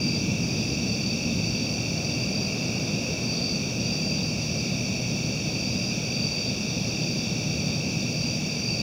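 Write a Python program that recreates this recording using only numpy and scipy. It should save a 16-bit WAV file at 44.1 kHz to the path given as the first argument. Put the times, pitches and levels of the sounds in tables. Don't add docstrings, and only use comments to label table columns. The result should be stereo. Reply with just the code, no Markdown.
import sys
import numpy as np
from scipy import signal
from scipy.fft import rfft, irfft
from scipy.io import wavfile

SR = 44100
rng = np.random.default_rng(int(sys.argv[2]) if len(sys.argv) > 2 else 0)


def file_out(sig):
    cols = np.atleast_2d(sig).T
    lim = np.clip(cols, -1, 1)
    pcm = np.round(lim * 32767).astype(np.int16)
    wavfile.write(sys.argv[1], SR, pcm)


N = 388961
TIME = np.arange(N) / SR


def from_db(db):
    return 10 ** (np.asarray(db) / 20)


def unit_rms(x):
    return x / np.sqrt(np.mean(x ** 2) + 1e-20)


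def gain_curve(rows):
    time_s, level_db = np.transpose(rows)
    return from_db(np.interp(TIME, time_s, level_db))


def drift(rate_hz, size=N):
    steps = np.arange(size) / SR * rate_hz
    return np.interp(steps, np.arange(1000), rng.standard_normal(1000))


def wander(spread_db, rate_hz):
    return from_db(spread_db * drift(rate_hz))


def noise(spectrum):
    hz, db = np.transpose(spectrum)
    bins_hz = np.maximum(np.fft.rfftfreq(N, 1 / SR), 1)
    colour = from_db(np.interp(np.log(bins_hz), np.log(hz), db, left=-np.inf, right=-np.inf))
    return unit_rms(irfft(rfft(rng.standard_normal(N)) * colour, N))


def wood_scatter(x, scatter_db, t60_s=.43):
    t = np.arange(SR // 4) / SR
    echoes = rng.standard_normal(len(t)) * from_db(-60 * t / t60_s)
    path = from_db(scatter_db) * echoes / np.linalg.norm(echoes)
    path[0] += 1
    return signal.oaconvolve(x.astype(np.float32), path.astype(np.float32))


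def wing_strokes(size, pitch_hz, rate_hz, sag, duty, jitter):
    strokes = rng.random() + np.cumsum(rate_hz * (1 + .02 * drift(4, size))) / SR
    index = strokes.astype(int)
    detune, strength, phase = rng.standard_normal((index[-1] + 1, 3)).T
    progress = np.minimum((strokes - index) / duty, 1)
    tone_hz = pitch_hz * (1 + sag * (.5 - progress) + jitter * detune[index])
    cycles = np.cumsum(tone_hz) / SR + phase[index]
    force = np.sin(np.pi * progress) * (1 + .068 * strength[index])
    return force * np.sin(2 * np.pi * cycles)


CRICKET_WINGS = {"clear": (4715, .012), "hoarse": (4608, .024), "high": (4875, .014), "thin": (4842, .012),
                 "low": (4345, .022)}
# (start [s], end [s], cricket, level [dB])
NEAR_TRILLS = [(-.1, 0.182, "clear", -32), (.4, .75, "high", -42.5), (0.416, 0.798, "clear", -40.5),
               (0.826, 1.147, "hoarse", -36.5), (.9, 1.15, "thin", -45), (1.4, 1.8, "clear", -42.5),
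               (1.419, 1.75, "hoarse", -41.5), (2.034, 2.474, "clear", -36.5), (2.33, 2.7, "high", -42.5),
               (2.7, 3.1, "thin", -44.5), (3.24, 3.55, "clear", -35.5), (3.278, 3.588, "hoarse", -36),
               (3.282, 3.55, "low", -46), (3.823, 4.303, "clear", -35), (4.35, 4.698, "high", -42),
               (5.448, 5.7, "hoarse", -40), (5.551, 5.92, "clear", -40), (5.688, 5.92, "thin", -37.5),
               (6.047, 6.28, "clear", -35.5), (6.188, 6.523, "hoarse", -34), (6.298, 6.48, "clear", -37),
               (6.503, 7.25, "high", -44), (6.65, 6.9, "low", -50), (6.873, 7.2, "hoarse", -42),
               (6.974, 7.263, "clear", -38), (7.504, 7.77, "clear", -41), (7.499, 7.79, "hoarse", -40),
               (7.83, 8.15, "thin", -45), (8.123, 8.37, "clear", -35), (8.479, 8.9, "clear", -36.5),
               (8.665, 8.9, "hoarse", -35.5)]


def near_crickets(swell_s=.045, stop_s=.04):
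    out = np.zeros(N)
    for start_s, end_s, cricket, level_db in NEAR_TRILLS:
        pitch_hz, sag = CRICKET_WINGS[cricket]
        start_s, end_s = start_s - swell_s / 2, end_s + stop_s / 2
        first = max(int(start_s * SR), 0)
        t = np.arange(first, int(end_s * SR)) / SR
        effort = np.clip((t - start_s) / swell_s, 0, 1) * np.clip((end_s - t) / stop_s, 0, 1)
        strokes = wing_strokes(len(t), pitch_hz, rate_hz=43, sag=sag, duty=.8, jitter=.00195)
        trill = wood_scatter(effort * strokes, scatter_db=-4)
        gain = from_db(level_db) * np.sqrt(np.sum(effort ** 2) / np.sum(trill ** 2))
        out[first:first + len(trill)] += gain * trill[:N - first]
    return out


def chorus(pitch_hz, spread_hz, rate_hz, rate_spread, sag, duty, scatter_db, count):
    out, lead = np.zeros(N), SR // 4
    for offset in (2 * np.arange(count) + 1) / count - 1:
        singer_hz = pitch_hz + spread_hz * offset
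        stroke_hz = rate_hz * (1 + rate_spread * rng.uniform(-1, 1))
        strokes = wing_strokes(N + lead, singer_hz, stroke_hz, sag, duty, jitter=.13 * sag)
        song = wood_scatter(strokes, scatter_db)[lead:lead + N]
        out += np.exp(-offset ** 2) * unit_rms(song)
    return unit_rms(out)


# (time [s], relative level [dB])
LOW_TREE_EFFORT = [(0.0, -42), (0.68, -47.5), (2.65, -43.5), (3.98, -48), (4.67, -44.5), (7.15, -46.5),
                   (8.67, -44.5), (8.82, -48)]
HIGH_TREE_EFFORT = [(0, -38.5), (3.1, -37.5), (3.5, -41), (3.95, -38.5), (8.82, -38.5)]


def tree_crickets():
    low = chorus(2330, 80, rate_hz=43, rate_spread=.06, sag=.085, duty=.7, scatter_db=3, count=3)
    high = chorus(2595, 170, rate_hz=41, rate_spread=.05, sag=.072, duty=.76, scatter_db=5, count=6)
    nearest = chorus(2700, 0, rate_hz=41, rate_spread=.005, sag=.065, duty=.66, scatter_db=0, count=1)
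    return (gain_curve(LOW_TREE_EFFORT) * from_db(-.5) * low
            + gain_curve(HIGH_TREE_EFFORT) * (from_db(-1.43) * high + from_db(-6.5) * nearest))


# (time [s], level [dB])
CHIRPER_EFFORT = [(0, -47.5), (5.2, -47.5), (7.15, -45), (8.82, -48.5)]


def chirp_gain(beat_hz=3.9, first_peak_s=.075, depth_db=1.3):
    beat = np.cos(2 * np.pi * beat_hz * (TIME - first_peak_s))
    return gain_curve(CHIRPER_EFFORT) * from_db(depth_db * beat) * wander(spread_db=1, rate_hz=25)


# (time [s], level [dB])
FAR_CRICKET_EFFORT = [(0, -40), (.3, -45), (1.3, -38), (3.1, -40.5), (5.1, -39), (5.95, -42), (7.2, -41.3),
                      (8.82, -40.5)]


def far_insects():
    chirpers = chorus(3630, 220, rate_hz=46, rate_spread=.06, sag=.14, duty=.5, scatter_db=3, count=5)
    faint = chorus(3200, 170, rate_hz=45, rate_spread=.08, sag=.13, duty=.6, scatter_db=5, count=2)
    crickets = chorus(4625, 140, rate_hz=43, rate_spread=.06, sag=.04, duty=.8, scatter_db=8.5, count=5)
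    farthest = chorus(4660, 400, rate_hz=42, rate_spread=.088, sag=.14, duty=.8, scatter_db=8, count=6)
    shrill = chorus(5700, 380, rate_hz=68, rate_spread=.15, sag=.11, duty=.85, scatter_db=11, count=8)
    rasp = chorus(5600, 560, rate_hz=60, rate_spread=.2, sag=.18, duty=.85, scatter_db=15, count=3)
    thin = chorus(6660, 250, rate_hz=21, rate_spread=.12, sag=.13, duty=.75, scatter_db=8, count=3)
    shrill_gain = from_db(-38) * wander(spread_db=.2, rate_hz=1.57)
    return (chirp_gain() * chirpers
            + gain_curve(FAR_CRICKET_EFFORT) * crickets
            + shrill_gain * (from_db(-.34) * shrill + from_db(-9.5) * rasp)
            + from_db(-56.5) * faint + from_db(-44) * farthest + from_db(-52) * thin)


# (frequency [Hz], relative density [dB])
DEEP_SPECTRUM = [(20, -32), (35, -22.5), (55, -14), (90, -4.5), (130, -1), (190, 0.5), (245, -1.5),
                 (280, -8), (320, -7.5), (390, -17.5), (600, -40)]
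ROAR_SPECTRUM = [(200, -27), (380, -0.5), (560, -0.5), (700, -4.5), (850, -11.5), (1050, -16.5),
                 (1350, -17.5), (1800, -22.5), (2300, -21), (4000, -52)]
# (time [s], relative level [dB])
DEEP_ENVELOPE = [(0, -27), (2.1, -29.5), (3.6, -30), (5.4, -30.5), (6.4, -31), (7.95, -29), (8.5, -31.3)]
ROAR_ENVELOPE = [(0, -40), (1.1, -40.5), (2.7, -38.5), (4.8, -40.5), (6.3, -40), (8.82, -40.8)]


def distant_rumble():
    deep = gain_curve(DEEP_ENVELOPE) * from_db(-.27) * noise(DEEP_SPECTRUM)
    roar = gain_curve(ROAR_ENVELOPE) * from_db(.58) * noise(ROAR_SPECTRUM)
    return deep + roar


# (frequency [Hz], relative level [dB])
HUM_TONES = [(119, -38), (154.5, -37.5), (189, -42), (242, -45.5), (310, -53.5), (499, -54), (537, -56)]
# (time [s], gain [dB])
HUM_ENVELOPE = [(0, -5), (5.5, 2.2), (6.4, -0.5), (7.2, 3), (8.82, 2.5)]


def hum(waver_hz=1.08):
    out = np.zeros(N)
    for hz, level_db in HUM_TONES:
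        gain = from_db(level_db) * (1 + .25 * drift(2.7))
        cycles = np.cumsum(hz + waver_hz * drift(5)) / SR
        out += gain * np.sin(2 * np.pi * cycles)
    return gain_curve(HUM_ENVELOPE) * out


# (frequency [Hz], level [dB])
WHINE_TONES = [(8000, -77), (9001, -80), (15003, -79)]


def electrical_whine():
    return sum(from_db(db) * np.sin(2 * np.pi * hz * TIME) for hz, db in WHINE_TONES)


# (frequency [Hz], relative density [dB])
WASH_SPECTRUM = [(1000, -4), (2200, 2.5), (3000, 10), (4100, 4), (5100, 11), (6500, 5.5), (7300, 4.5),
                 (7900, -0.5), (9500, -2), (10800, -4.5), (12100, -10), (13500, -5), (15000, -2.7),
                 (16000, -4)]


def insect_wash():
    return from_db(-46.5) * noise(WASH_SPECTRUM)


def scene():
    insects = near_crickets() + tree_crickets() + far_insects()
    night = insects + distant_rumble() + hum() + electrical_whine() + insect_wash()
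    return np.stack([night, night])


def record(dry):
    fade_s, cutoff_hz = .003, 15720
    fade = np.minimum(np.minimum(TIME, TIME[::-1]) / fade_s, 1)
    lowpass = signal.ellip(12, .1, 90, cutoff_hz, fs=SR, output="sos")
    return signal.sosfilt(lowpass, dry * fade)


dry = scene()
out = record(dry)
file_out(out)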